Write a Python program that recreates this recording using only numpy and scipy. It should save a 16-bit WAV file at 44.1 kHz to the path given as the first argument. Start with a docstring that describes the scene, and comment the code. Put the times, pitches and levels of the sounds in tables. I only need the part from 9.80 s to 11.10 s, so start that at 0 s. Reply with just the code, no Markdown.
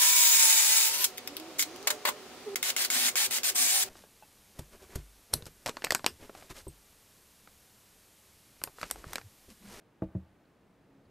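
"""A blob of slime drops on a table, close up in a quiet room.
Its flat underside slaps down and its weight rings the tabletop briefly: a dull thud, with a faint wet
squish of escaping air. The blob wobbles, its trailing part flops down as a softer thump, and two faint
sticky ticks follow as it settles. Behind it sit a weak echo and steady room tone, in which a faint
low rumble swells near the end."""
import sys
import numpy as np
from scipy import signal
from scipy.fft import rfft, irfft
from scipy.io import wavfile

SR = 44100
rng = np.random.default_rng(int(sys.argv[2]) if len(sys.argv) > 2 else 0)


def master(y):
    """Save y as 16-bit WAV."""
    cut = np.clip(np.atleast_2d(y).T, -1, 1)
    pcm = np.round(cut * 32767)  # scale
    wavfile.write(sys.argv[1], SR, pcm.astype(np.int16))


N = 57330
TIME = np.arange(N) / SR
BIN_HZ = np.fft.rfftfreq(N, 1 / SR)


def amp(db):
    """Decibels to gain."""
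    return 10 ** (np.asarray(db) / 20)


def curve_at(points, hz):
    """Reads a curve on a log-frequency axis."""
    point_hz, value = np.transpose(points)
    return np.interp(np.log(hz + 1), np.log(point_hz + 1), value)


def equalise(x, gains):
    """Applies one gain per frequency bin, then scales to rms 1."""
    shaped = irfft(rfft(x) * gains, N)
    return shaped / np.sqrt(np.mean(shaped ** 2) + 1e-20)


def noise(spectrum):
    """Noise of rms 1 with the given spectral shape."""
    return equalise(rng.standard_normal(N), amp(curve_at(spectrum, BIN_HZ)))


def since(start_s):
    """Seconds elapsed after start_s, zero before."""
    return np.maximum(TIME - start_s, 0)


def bell(centre_s, width_s):
    """A bell-shaped envelope peaking at 1."""
    return np.exp(-((TIME - centre_s) / width_s) ** 2 / 2)


def swell(centre_s, width_s, pitch_hz, level_db):
    """A tone that fades in and out around centre_s."""
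    t = TIME - centre_s
    return amp(level_db) * np.exp(-(t / width_s) ** 2) * np.cos(2 * np.pi * pitch_hz * t)


def room_tone():
    """Steady room noise, as a mid signal and a fainter side signal."""
    # colour of the noise in the middle: freq_hz, relative_db
    mid_spectrum = [(15, -56), (25, -10.5), (53, -9), (79, -8.5), (160, -4), (188, -2), (253, -6.5),
                    (281, -4.5), (368, -7.5), (482, -9), (614, -11.5), (825, -14), (1380, -19),
                    (1570, -19.5), (2170, -22.5), (5280, -34), (15500, -41.5)]
    # colour of the noise at the sides: freq_hz, relative_db
    side_spectrum = [(15, -60), (25, -14.5), (107, -1.5), (421, 1.5), (648, -3), (825, -4), (2490, -14),
                     (2690, -17.5), (15500, -31)]
    mid_db, side_db = -65.5, -79
    return amp(mid_db) * noise(mid_spectrum), amp(side_db) * noise(side_spectrum)


def rumble():
    """A faint low rumble sinks away, then swells late with a brief hum and two soft bumps."""
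    # colour of the rumble: freq_hz, relative_db
    spectrum = [(40, -26.5), (110, -2), (170, -4), (300, -9), (500, -12.5), (1200, -36), (4000, -66)]
    # its fader curve: time_s, level_db
    fader = [(0, -78), (.85, -93.5), (1.05, -70), (1.19, -69.5), (1.3, -64)]
    # hum within it: centre_s, width_s, pitch_hz, level_db
    hum = [(1.15, .048, 274, -61)]
    # soft bumps: start_s, gain_db
    bumps = [(1.182, -45), (1.206, -58)]
    bump_hz, bump_t60_s, bump_rise_s = 197, 0.03, 0.0031
    bed = noise(spectrum) * amp(np.interp(TIME, *np.transpose(fader)))
    for start_s, gain_db in bumps:
        t = since(start_s)
        envelope = amp(gain_db - 60 * t / bump_t60_s) * (1 - np.exp(-t / bump_rise_s))
        bed += envelope * np.sin(2 * np.pi * bump_hz * t)
    return bed + swell(*hum[0])


def room_echo(x):
    """The weak diffuse echo of a furnished room; its treble hangs on longest."""
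    # decay of the room: freq_hz, t60_s
    decay = [(100, 0.58), (500, 0.47), (2000, 2.4), (10000, 3)]
    # EQ on the echo: freq_hz, gain_db
    colour = [(60, -8), (200, -6), (600, -4), (2000, 3), (10000, 8)]
    send_db = -9.5
    hz, t, bands = signal.stft(rng.standard_normal(SR // 2), SR, nperseg=256)
    bands = bands * amp(-60 * t / curve_at(decay, hz)[:, None])
    norm_before_eq = np.linalg.norm(signal.istft(bands, SR, nperseg=256)[1])
    bands = bands * amp(curve_at(colour, hz))[:, None]
    tail = signal.istft(bands, SR, nperseg=256)[1] / norm_before_eq
    return amp(send_db) * signal.fftconvolve(x, tail)[:N]


def sticky_ticks():
    """The settling slime ticks: tiny bursts of narrow-band noise."""
    # ticks: centre_s, width_s, pitch_hz, level_db
    ticks = [(.657, .002, 4240, -79.5), (1.259, 0.0062, 4370, -79)]
    band_width_hz = 450
    sound = np.zeros(N)
    for centre_s, width_s, pitch_hz, level_db in ticks:
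        band = np.exp(-((BIN_HZ - pitch_hz) / band_width_hz) ** 2 / 2)
        sound += amp(level_db) * bell(centre_s, width_s) * equalise(rng.standard_normal(N), band)
    return sound


def squishes():
    """Tiny air pockets crackle out from under the spreading slime."""
    # wet bursts: centre_s, width_s, level_db, tilt_db_per_octave
    bursts = [(0.231, .0055, -70.5, 7), (0.242, 0.005, -67, -10.5), (0.368, 0.0099, -80, -2)]
    low_cut_hz, grains_per_s = 1300, 12000
    hz = BIN_HZ + 1
    sound = np.zeros(N)
    for centre_s, width_s, level_db, tilt in bursts:
        grains = rng.standard_normal(N) * (rng.random(N) < grains_per_s / SR)
        colour = amp(tilt * np.log2(hz / low_cut_hz)) / (1 + (low_cut_hz / hz) ** 4)
        sound += amp(level_db) * bell(centre_s, width_s) * equalise(grains, colour)
    return sound


def slaps():
    """Short dull bursts as the flat underside meets the table."""
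    # contacts: start_s, gain_db
    contacts = [(0.2206, -39), (0.3515, -51)]
    # colour of a slap: freq_hz, relative_db
    spectrum = [(100, -16), (300, -2), (830, 7.5), (1100, -5), (1600, -11.5), (2500, -21), (4500, -38.5),
                (8000, -53), (15000, -44)]
    attack_s, t60_s = 0.00083, 0.053
    sound = np.zeros(N)
    for start_s, gain_db in contacts:
        t = since(start_s)
        sound += noise(spectrum) * np.minimum(t / attack_s, 1) * amp(gain_db - 60 * t / t60_s)
    return sound


def wobbles():
    """The blob wobbles after each landing: a short bass pulse."""
    # pulses: centre_s, width_s, pitch_hz, level_db
    pulses = [(.2657, .022, 50, -48), (.3618, .01, 98, -34.5)]
    return sum(swell(*pulse) for pulse in pulses)


def thuds():
    """Soft pushes ring the tabletop; the slime cushions the highs and a high-pass thins the deep bass."""
    # each contact, then the mass behind it: start_s, gain_db, cutoff_hz (lower is softer)
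    pushes = [(.222, -29, 1650), (.2384, -36, 60), (.3505, -31.5, 200), (.3556, -21.4, 36),
              (.3667, -24.4, 32)]
    # modes of the tabletop: pitch_hz, relative_db, t60_s
    modes = [(79.5, 5, .3), (99, 5, .075), (123, 0, .09), (187, .8, .13), (215, -6, .045),
             (271, -2.7, .085), (320.5, 0, .145), (365, -16, .08), (475, -6.2, .085), (550, -9, .09),
             (644, -1.8, .095), (721, -18, .075), (882, -6.5, .07), (1120, -5, .028)]
    cushion_hz, bass_cut_hz = 700, 138
    tabletop = np.zeros(N)
    for start_s, gain_db, cutoff_hz in pushes:
        t = since(start_s)
        ring = -sum(amp(db - 60 * t / t60_s) * np.sin(2 * np.pi * hz * t) for hz, db, t60_s in modes)
        pole = np.exp(-2 * np.pi * cutoff_hz / SR)
        tabletop += amp(gain_db) * signal.lfilter([1 - pole], [1, -pole], ring)
    cushioned = signal.sosfilt(signal.butter(2, cushion_hz, fs=SR, output="sos"), tabletop)
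    return signal.sosfilt(signal.butter(3, bass_cut_hz, "high", fs=SR, output="sos"), cushioned)


def scene():
    """The slime sits in the centre; only echo and room tone have a little width."""
    echo_side_db = -31
    slime = thuds() + wobbles() + slaps() + squishes() + sticky_ticks()
    mid = slime + room_echo(slime) + rumble()
    tone_mid, tone_side = room_tone()
    mid += tone_mid
    side = amp(echo_side_db) * room_echo(slime) + tone_side
    return np.array([mid + side, mid - side])


def record(dry):
    """A steep low-pass trims the very top of the mix."""
    cutoff_hz = 15680
    low_pass = signal.firwin(511, cutoff_hz, window=("kaiser", 9), fs=SR)
    return signal.oaconvolve(dry, low_pass[None], "same")


dry = scene()
out = record(dry)
master(out)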